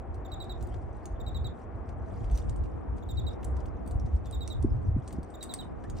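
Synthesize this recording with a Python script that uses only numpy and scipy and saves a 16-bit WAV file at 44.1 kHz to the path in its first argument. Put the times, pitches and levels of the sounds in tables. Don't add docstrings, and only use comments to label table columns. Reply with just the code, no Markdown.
import sys
import numpy as np
from scipy import signal
from scipy.fft import rfft, irfft
from scipy.io import wavfile
from scipy.ndimage import uniform_filter1d

SR = 44100
rng = np.random.default_rng(int(sys.argv[2]) if len(sys.argv) > 2 else 0)


def wav_record(signal):
    frames = np.transpose(np.atleast_2d(signal))
    bounded = np.clip(frames, -1, 1)
    quanta = np.round(bounded * 32767).astype(np.int16)
    wavfile.write(sys.argv[1], SR, quanta)


N = 264585
TIME = np.arange(N) / SR
FREQS = np.maximum(np.arange(N // 2 + 1) * SR / N, 1)


def from_db(db):
    return 10 ** (np.asarray(db) / 20)

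def rms_one(x):
    return x / np.sqrt(np.mean(x ** 2) + 1e-20)

def in_time(curve):
    return np.interp(TIME, *np.transpose(curve))

def at_hz(points, hz):
    freqs, values = np.transpose(points)
    return np.interp(np.log(hz), np.log(freqs), values)

def pan(db):
    return from_db(np.array([[.5], [-.5]]) * db)

def colour(x, spectrum, skirt_db=30):
    octaves_below = np.maximum(np.log2(spectrum[0][0] / FREQS), 0)
    octaves_above = np.maximum(np.log2(FREQS / spectrum[-1][0]), 0)
    gain_db = at_hz(spectrum, FREQS) - skirt_db * (octaves_below + octaves_above)
    return irfft(rfft(x) * from_db(gain_db), N)

def drift(rate_hz):
    return rms_one(irfft(rfft(rng.standard_normal(N)) / (1 + (FREQS / rate_hz) ** 2) ** 2, N))

def steadied(x, window_s=.08):
    power = uniform_filter1d(np.mean(x ** 2, axis=0), int(window_s * SR))
    return x / np.sqrt(power + 1e-9)


# freq_hz, left_minus_right_db
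BALANCE = [(100, -0.5), (280, 0.5), (600, 3), (1200, 3.5), (2500, 0.5), (6000, 1)]
def air_noise(spectrum, likeness):
    mid, side = rfft(rng.standard_normal((2, N)))
    alike = np.clip(at_hz(likeness, FREQS), -1, 1)
    ports = np.sqrt(1 + alike) * mid + np.sqrt(1 - alike) * side * [[1], [-1]]
    leaning = irfft(ports * pan(at_hz(BALANCE, FREQS)), N)
    return rms_one(colour(leaning, spectrum))


# time_s, level_db
GUST_LEVEL = [(0, -39), (.4, -42.5), (.62, -36.5), (.88, -37.5), (1.05, -41.5), (1.42, -33), (1.6, -47.5),
              (1.75, -37.5), (1.88, -40.5), (2.03, -37), (2.15, -37.5), (2.5, -31.5), (2.8, -41.5),
              (3.05, -37), (3.25, -30), (3.38, -45.5), (3.55, -33.5), (3.8, -39), (3.98, -33.5),
              (4.3, -40.5), (4.55, -34.5), (4.73, -28.5), (4.98, -35.5), (5.05, -46), (5.4, -49),
              (5.95, -40.5)]
FLUTTER_LEVEL = [(0, -58.5), (1.8, -50.5), (2.2, -51.5), (2.33, -45), (2.45, -62), (2.85, -54), (3.5, -51),
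                 (3.82, -53.5), (3.94, -41.5), (4.05, -44.5), (4.4, -58), (4.72, -45.5), (4.98, -45),
                 (5.08, -50.5), (5.185, -37), (5.27, -63), (5.9, -45.5)]
# freq_hz, gain_db
RUMBLE = [(20, -24), (30, -12.5), (42, 0.5), (63, 2), (85, 0), (120, -6.5), (165, -22), (200, -28.5)]
FLUTTER = [(70, -16), (120, 2.5), (190, 2.5), (280, -2), (400, -14.5), (600, -50)]
# freq_hz, correlation
WIND_LIKENESS = [(35, .85), (70, 0.75), (130, -0.15), (300, 0.15)]
# centre_s, level_db, pitch_hz, half_length_s
BUFFETS = [(1.139, -17.5, 50.3, 0.0079), (1.365, -16, 56, 0.019), (2.019, -23, 79.5, .007),
           (2.328, -27, 132, 0.018), (2.339, -9.5, 52.8, 0.026), (2.491, -11, 65, 0.0063),
           (2.604, -16.5, 63.4, 0.0097), (2.923, -19, 61.2, 0.038), (3.545, -18, 67.4, 0.057),
           (3.96, -8, 63.6, 0.005), (4.049, -14.5, 95, 0.0055), (4.147, -8.5, 66, 0.017),
           (4.378, -17, 65.7, 0.024), (4.608, -17.5, 78, 0.015), (4.648, -8, 296, 0.003),
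           (4.656, -25.5, 218, 0.017), (4.723, -9.5, 70, 0.012), (4.758, -16.5, 114, 0.018),
           (4.789, -15, 75.6, 0.0056), (4.892, -8, 87.4, 0.0068), (4.919, -15, 68.4, 0.023),
           (4.949, -16.5, 101.4, 0.022), (4.967, -13.5, 209.5, 0.0034), (4.987, -18.5, 129.4, 0.012),
           (5.187, -16, 210, 0.0019), (5.191, -24.5, 70, 0.036)]
def wind():
    rumble_db = in_time(GUST_LEVEL) + 1.5 + 2.5 * drift(12.7)
    out = from_db(rumble_db) * steadied(air_noise(RUMBLE, WIND_LIKENESS))
    flutter_db = in_time(FLUTTER_LEVEL) + 4 * drift(24)
    out += from_db(flutter_db) * steadied(air_noise(FLUTTER, WIND_LIKENESS))
    for centre, db, hz, half in BUFFETS:
        t = TIME - centre
        port_phase = rng.normal(0, .27, (2, 1))
        out += from_db(db - 7) * np.exp(-(t / half) ** 2) * np.cos(2 * np.pi * hz * t + port_phase)
    return out


# time_s, level_db
CROSSFLOW_LEVEL = [(0, -72), (.9, -70), (1.45, -49), (1.8, -66), (2.2, -49), (2.55, -41), (2.8, -44.5),
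                   (3.25, -43.5), (3.55, -47), (3.95, -44.5), (4.3, -45), (4.85, -42.5), (5.1, -58.5),
                   (5.3, -56), (5.55, -46), (5.9, -44)]
# freq_hz, gain_db
CROSSFLOW = [(110, -3.5), (200, -1), (330, -2.5), (480, -11), (700, -18.5), (1000, -22)]
def crossflow():
    stream = rms_one(colour(rng.standard_normal(N), CROSSFLOW))
    return from_db(in_time(CROSSFLOW_LEVEL) + 1.5 * drift(20)) * stream * [[1], [-1]]


# time_s, level_db
RUSH_LEVEL = [(0, -48), (.45, -49.5), (.9, -49.5), (2, -49), (3.15, -51), (3.5, -47), (3.8, -49.5),
              (4.15, -51), (6, -51)]
UPPER_RUSH_LEVEL = [(0, -55), (.3, -53), (.85, -55), (1.2, -54), (1.6, -54.5), (1.87, -53.5), (2.7, -55.5),
                    (2.92, -53.5), (3.15, -58), (3.38, -53), (3.65, -53.5), (4.15, -56.5), (4.8, -56.5),
                    (5.3, -55), (5.55, -53.5), (6, -56)]
# freq_hz, gain_db
RUSH = [(88, -39.5), (150, -9), (173, -2), (367, 0.5), (404, -3.5), (472, -1.5), (513, -5), (592, -5),
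        (659, -2), (734, -3.5), (798, -5), (977, -31), (1300, -39)]
UPPER_RUSH = [(700, 1.5), (900, 1.5), (1080, -0.5), (1400, -7), (2000, -15), (2600, -24), (3380, -51.5)]
HISS = [(2200, 1), (3200, -4), (5000, -21), (8800, -23.5), (10300, -35), (15000, -38)]
# freq_hz, correlation
FAR_LIKENESS = [(130, .3), (300, 0.82), (430, 0.8), (700, 0.045), (1200, 0.62), (2500, 0.44), (8000, -.8)]
# centre_s, half_length_s, pitch_hz, width_hz, level_db
DRONES = [(.35, 0.085, 770, 25, -49), (0.603, 0.25, 350, 26, -49.5), (1.95, 0.42, 660, 51, -58.5),
          (2.698, 1.9, 477.6, 11, -58), (3.918, 0.11, 727, 78, -55)]
def valley():
    out = from_db(in_time(RUSH_LEVEL) + 2) * air_noise(RUSH, FAR_LIKENESS)
    out += from_db(in_time(UPPER_RUSH_LEVEL) + .78) * air_noise(UPPER_RUSH, FAR_LIKENESS)
    out += from_db(-78) * air_noise(HISS, FAR_LIKENESS)
    for centre, half, hz, width, db in DRONES:
        resonance = 1 / (1 + (2 * (FREQS - hz) / width) ** 2)
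        drone = rms_one(irfft(rfft(rng.standard_normal((2, N))) * resonance, N))
        swell = from_db(db) * np.exp(-((TIME - centre) / half) ** 2)
        out += swell * pan(at_hz(BALANCE, hz)) * drone
    return out


# freq_hz, left_lag_rad
PORT_LAG = [(2000, .1), (5800, 0.84), (8500, 1.71), (10500, 2.8), (13500, 3.76), (15300, 3.6)]
def at_ports(x):
    left = irfft(rfft(x) * np.exp(-1j * at_hz(PORT_LAG, FREQS)), N)
    return np.array([left, x])

def rock_scatter(x, t60_s, build_s):
    t = TIME[:SR // 2]
    facets = rng.standard_normal((2, len(t))) * (rng.random((2, len(t))) < .2)
    echo = facets * from_db(-60 * t / t60_s) * np.clip(t / build_s, 0, 1) ** 2
    echo /= np.sqrt(np.sum(echo ** 2, axis=1, keepdims=True))
    return signal.fftconvolve(np.atleast_2d(x), echo, axes=1)[:, :N]

def strikes(starts, db):
    out = np.zeros(N)
    np.add.at(out, np.round(starts * SR).astype(int), from_db(db))
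    return out

def bursts(impulses, t60_s):
    envelope = signal.lfilter([1], [1, -from_db(-60 / (t60_s * SR))], impulses + 1e-18)
    return envelope * rng.standard_normal(N)

def add_ring(out, start_s, hz, db, t60_s):
    t = TIME[:SR // 5, None]
    ring = np.sum(from_db(db - 60 * t / t60_s) * np.sin(2 * np.pi * hz * t), axis=1)
    stretch = out[int(start_s * SR):][:len(t)]
    stretch += ring[:len(stretch)]


# start_s, level_db, gate_db, frame_db, knock_db, edge_db, gate_hz, spine_hz
CLINKS = [(.144, -60.5, 0, 1, 5, -5, 6580, 8500), (0.153, -61, -11, -6, -6, 4, 6200, 8500),
          (0.441, -51, -6, -1, -15, -4, 6860, 8320), (.626, -53.5, 7, -4, -1, 10, 7100, 8440),
          (.671, -56.5, -8, -3, -11, 6, 6700, 8850), (1.056, -45.5, 13.5, 0, -8, 1, 6620, 8770),
          (2.3129, -46.5, -5, -7, -17, -4, 6260, 8320), (2.357, -51, 3, -2, 1, -2, 5990, 8100),
          (2.3751, -47, -5, -8, 7, 3, 6370, 8340), (2.495, -45, 6, -10, 0.5, -9, 7220, 8200),
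          (2.561, -53, -2, -1, -5, -3, 6800, 8600), (2.972, -65, 7, -6, -11, 3, 6570, 8600),
          (3.429, -61, 0, -8, -2, 7, 6200, 8400), (3.445, -42.5, -8, -10, -4, -2, 5900, 8100),
          (3.6594, -58, -2, -2, 2, 3, 6450, 8350), (3.863, -57, -12, 1, -12, 2, 6800, 8350),
          (3.876, -51.5, -3, 3, -19, 8, 6660, 8680), (3.911, -48, 2, 1, -9, -1, 7400, 8600),
          (3.9977, -59.5, 11, -12, 7, -8, 5550, 8100), (4.311, -46.5, -16, -6, -17, -9, 7580, 8800),
          (4.477, -40.5, -1, -8, 2.5, -3, 5670, 8360), (4.6257, -49.5, -13, -6, -2, -5.5, 6500, 8450),
          (5.0773, -45.5, 2, 4.5, -3, -10, 6700, 8290), (5.127, -48, -3, 0, -3, 3, 6940, 8560),
          (5.231, -54.5, -13, 2.5, 0, -2, 6540, 8300), (5.303, -63, -8, 7, -2, -10, 6400, 8240),
          (5.4277, -36.5, -2, -1, -1, 1, 7450, 8140), (5.438, -45, -6, 2, -8, 7, 6500, 8300),
          (5.5245, -64, -7, -12, -4, -8, 6400, 8290), (5.5388, -32.5, -13, 4, -9, 0, 6700, 8320),
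          (5.899, -48, 8.5, 0, 2.5, -2, 6640, 8430), (5.968, -56, 2, -4, 7, -14, 6300, 8300),
          (5.986, -58.5, 3, -6, 17.5, -13, 6800, 8500)]
# freq_hz, gain_db
TICK = [(2000, 0), (3000, -16.5), (4600, -22.5), (6500, -2), (8500, 12), (10500, 4.5), (12500, -14.5),
        (15000, -9.5), (16500, -39)]
KNOCK = [(2200, -6.5), (3000, -5.5), (4800, 1), (6200, 5), (7500, -9)]
EDGE = [(11000, 0), (12900, 3), (13700, 3), (14800, -1), (16000, 4)]
# pitch_hz, level_db, t60_s
FRAME = [(2740, -28.5, .08), (4560, -4, 0.032), (9800, -20, 0.065)]
WIRE = [(13100, -10, .02), (14300, -5, .025), (14800, -8, .025)]
# pitch_ratio, level_db, t60_s
SPINE = [(.985, -3, 0.062), (1, 0, 0.06), (1.035, -19, 0.05)]
GATE = [(.81, -24, 0.024), (.88, -26.5, 0.068), (1, -4.5, .058), (1.09, -11, 0.04), (1.33, -17, 0.032)]
def carabiners(detune=.006, spread_db=2.2, jingle_modes=12):
    starts, db, gate_db, frame_db, knock_db, edge_db, gate_hz, spine_hz = np.transpose(CLINKS)
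    blows = strikes(starts, db)
    crack = from_db(-11) * bursts(blows, t60_s=.009)
    chatter = from_db(-7.5) * bursts(blows, t60_s=.045)
    catches = rms_one(from_db(5.5 * drift(350)))
    out = colour(crack + chatter * catches, TICK)
    out += colour(bursts(strikes(starts, db + knock_db), t60_s=.02), KNOCK)
    out += colour(bursts(strikes(starts, db + edge_db), t60_s=.014), EDGE)
    unscaled = np.ones(len(starts))
    for modes, pitches, part_db in ((FRAME, unscaled, frame_db), (SPINE, spine_hz, frame_db),
                                    (GATE, gate_hz, gate_db), (WIRE, unscaled, edge_db)):
        partials, mode_db, t60_s = np.transpose(modes)
        for start, pitch, level_db in zip(starts, pitches, db + part_db - 6.5):
            force, shift = rng.standard_normal((2, len(modes)))
            hz = pitch * partials * (1 + detune * shift)
            add_ring(out, start, hz, level_db + mode_db + spread_db * force, t60_s)
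    for start, level_db in zip(starts, db):
        jingle_hz = rng.uniform(2620, 10010, jingle_modes)
        jingle_db = level_db + rng.uniform(-26, -18, jingle_modes)
        add_ring(out, start, jingle_hz, jingle_db, t60_s=.054)
    echo = rock_scatter(out, t60_s=.27, build_s=.006)
    return at_ports(out) + colour(echo, [(2000, -7.5), (9000, -13), (11500, -25.5), (16000, -19.5)])


# start_s, length_s, pitch_hz, level_db, overtone_db
CHIRPS = [(0.249, 0.023, 3660, -50.5, -57), (0.3162, 0.037, 3845, -39.5, -53),
          (0.401, 0.038, 3890, -37, -53.5), (0.4945, 0.039, 3860, -37.5, -54),
          (1.154, 0.035, 3300, -66, -94), (1.201, 0.022, 3740, -48.5, -55), (1.2634, 0.039, 3840, -41, -55),
          (1.345, 0.041, 3850, -39, -55), (1.4438, 0.04, 3860, -38.5, -55),
          (3.025, 0.018, 3480, -57.5, -63.5), (3.088, 0.041, 3770, -44, -51),
          (3.1712, 0.037, 3830, -38.5, -54.5), (3.266, 0.033, 3850, -37.5, -54),
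          (4.261, 0.022, 3620, -53.5, -62), (4.325, 0.04, 3805, -42.5, -53),
          (4.4068, 0.041, 3850, -38.5, -54), (4.5, 0.042, 3850, -38, -53.5),
          (5.34, 0.024, 3730, -48.5, -54), (5.4076, 0.0354, 3830, -40.5, -58),
          (5.4922, 0.041, 3880, -38.5, -54), (5.5865, 0.035, 3870, -37, -52.5),
          (5.615, 0.024, 3110, -51, -79)]
# length_share, pitch_ratio, fundamental_db, octave_db, top_db
CHIRP_SHAPE = [(0, 1.13, -9, -8, -18), (.09, 1.008, -1.5, -3, -9), (.3, .996, .7, -13, -5),
               (.48, .983, -.6, -4, -2), (.66, .96, -4.5, 3.5, -2.5), (.77, .936, -7.5, 0, -8),
               (.88, .905, -10, -15, -24), (1, .87, -21, -28, -36)]
# level_db, left_minus_right_db, left_lag_rad
HARMONICS = [(-5.5, -5.5, 1.32), (-2.5, 0, 1.5), (-10.5, 1, 3.1), (-4, -0.5, 4.4)]
# freq_hz, gain_db
RASP = [(3300, -1), (5500, -5.5), (7500, -15), (9000, -15), (12500, -1), (14200, 1), (15800, 8)]
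def bird(full_voice_db=-42, full_length_s=.032, fade_share=.025, click_s=.0015):
    out, rasp_level = np.zeros((2, N)), np.zeros(N)
    share, ratio, fundamental_db, octave_db, top_db = np.transpose(CHIRP_SHAPE)
    quiver, flicker_db = drift(540), 2.8 * drift(600)
    for start, length, hz, db, overtone_db in CHIRPS:
        span = slice(int(start * SR), int((start + length) * SR))
        progress = np.linspace(0, 1, len(TIME[span]))
        waver = .0093 * from_db(.8 * (full_voice_db - db))
        fall_depth = min(length / full_length_s, 1) * rng.normal(1, .1)
        pitch = hz * np.interp(progress, share, ratio) ** fall_depth * (1 + waver * quiver[span])
        phase = 2 * np.pi * np.cumsum(pitch) / SR
        fade = np.clip(np.minimum(progress, 1 - progress) / fade_share, 0, 1)
        courses_db = [db + np.interp(progress, share, fundamental_db)]
        for swell_db in (octave_db, top_db):
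            warped = progress ** np.exp(rng.normal(0, .16))
            courses_db.append(overtone_db + np.interp(warped, share, swell_db) + flicker_db[span])
        courses_db.append(courses_db[-1])
        for k, ((harmonic_db, side_db, lag), course_db) in enumerate(zip(HARMONICS, courses_db), 1):
            tone = np.sin(k * phase - np.array([[lag], [0]]))
            out[:, span] += fade * from_db(harmonic_db + course_db) * pan(side_db) * tone
        rasp = from_db(-9) * fade * np.sqrt(1 - progress)
        click = from_db(-4) * np.exp(-progress * length / click_s)
        rasp_level[span] = from_db(overtone_db) * (rasp + click)
    out += at_ports(rms_one(colour(rng.standard_normal(N), RASP)) * rasp_level)
    rock_colour = [(3000, -11), (3550, -7.5), (3870, -11.5), (4500, -5), (7500, -17.5), (15000, -23.5)]
    return out + colour(rock_scatter(out, t60_s=.14, build_s=.031), rock_colour)


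# start_s, level_db, thud_relative_db
SNAPS = [(0.609, -48.5, -18), (0.742, -51.5, -2.5), (1.89, -51, -9.5), (2.243, -51, -10), (2.147, -74, -12),
         (2.299, -59, -1), (2.383, -44.5, -12), (2.638, -52, -24), (2.657, -59, -5), (2.9813, -53, -24),
         (3.431, -58, 5), (3.5664, -49, -23), (3.603, -50, -28), (3.656, -57.5, 0.5), (4.062, -51.5, -23),
         (4.257, -46, -38), (5.107, -56, -1), (5.839, -51.5, -13)]
# centre_s, half_length_s, level_db
SLIDES = [(.68, 0.096, -75), (.96, 0.059, -79), (1.35, 0.07, -88), (1.6, 0.039, -74.5),
          (2.16, 0.088, -72.5), (2.385, 0.045, -65), (3.08, 0.12, -90), (3.325, 0.02, -69.5),
          (4.16, 0.021, -72), (4.75, 0.051, -80), (5.09, 0.054, -73), (5.3, 0.028, -76), (5.62, 0.03, -74),
          (5.975, 0.014, -65)]
# freq_hz, gain_db
CLOTH = [(1800, 6.5), (3000, 4.5), (4500, 2.5), (5800, 6), (7000, 3), (8900, 6), (10400, -4),
         (12000, -13.5), (14800, -9.5), (16500, -36)]
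GRIT = [(2500, -8.5), (6000, -1.5), (9000, 0.5), (11500, -11.5), (14800, -1), (16500, -27)]
def rope(grit_loosens_db=-70):
    starts, db, thud_db = np.transpose(SNAPS)
    snaps = from_db(-9.5) * bursts(strikes(starts, db), t60_s=.05)
    thuds = bursts(strikes(starts, db + thud_db), t60_s=.022)
    rubbing = handling(SLIDES, contacts=list(CLINKS) + list(SNAPS))
    loosened = np.minimum(rubbing / from_db(grit_loosens_db), 1)
    out = colour(rubbing * fibres() + snaps, CLOTH)
    out += colour(rubbing * loosened * grit(), GRIT)
    out += colour(thuds, [(1800, 14), (3200, 11.7), (5000, 1.8)]) + squeaks()
    return at_ports(out) + from_db(-10) * rock_scatter(out, t60_s=.089, build_s=.0022)

def handling(slides, contacts, drag_lag_s=.0093, drag_half_s=.024, middling_db=-43):
    drags = [(start + drag_lag_s, drag_half_s, -72 + .83 * (db - middling_db))
             for start, db, *_ in contacts]
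    power = from_db(-85.5 - 3 * drift(13)) ** 2
    for centre, half, db in list(slides) + drags:
        power += from_db(db) ** 2 * np.exp(-np.minimum(((TIME - centre) / half) ** 2, 20))
    return np.sqrt(power)

def fibres(grain_db=5.5):
    edges_hz = np.geomspace(1500, 16000, 17)
    white, out = rng.standard_normal((2, N)), np.zeros(N)
    for k, band in enumerate(zip(edges_hz, edges_hz[1:])):
        grains = white[k % 2] * from_db(grain_db * drift(130))
        out += signal.sosfilt(signal.butter(2, band, "band", fs=SR, output="sos"), grains)
    return rms_one(out)

def grit(ticks_per_s=130):
    specks = (rng.random(N) < ticks_per_s / SR) * rng.uniform(0, 1, N) ** 2
    return rms_one(bursts(specks, t60_s=.004))


# centre_s, half_length_s, pitch_hz, rise_hz_per_s, level_db
SQUEAKS = [(.73, 0.017, 3100, 3, -65), (2.35, 0.0091, 6020, -8000, -58.5), (4.705, 0.003, 5400, 4, -67),
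           (5.849, 0.014, 1706, 6997, -54.5)]
def squeaks():
    out, waver = np.zeros(N), 1 + .05 * drift(600)
    for centre, half, hz, rise, db in SQUEAKS:
        t = TIME - centre
        phase = 2 * np.pi * np.cumsum((hz + rise * t) * waver) / SR
        out += from_db(db) * np.exp(-(t / half) ** 2) * np.sin(phase)
    return out


def scene():
    return wind() + crossflow() + valley() + carabiners() + bird() + rope()

def record(dry, bass_cut_hz=30, top_cut_hz=16050):
    thinned = signal.sosfilt(signal.butter(1, bass_cut_hz, "high", fs=SR, output="sos"), dry)
    return signal.sosfilt(signal.ellip(10, .1, 80, top_cut_hz, fs=SR, output="sos"), thinned)


dry = scene()
out = record(dry)
wav_record(out)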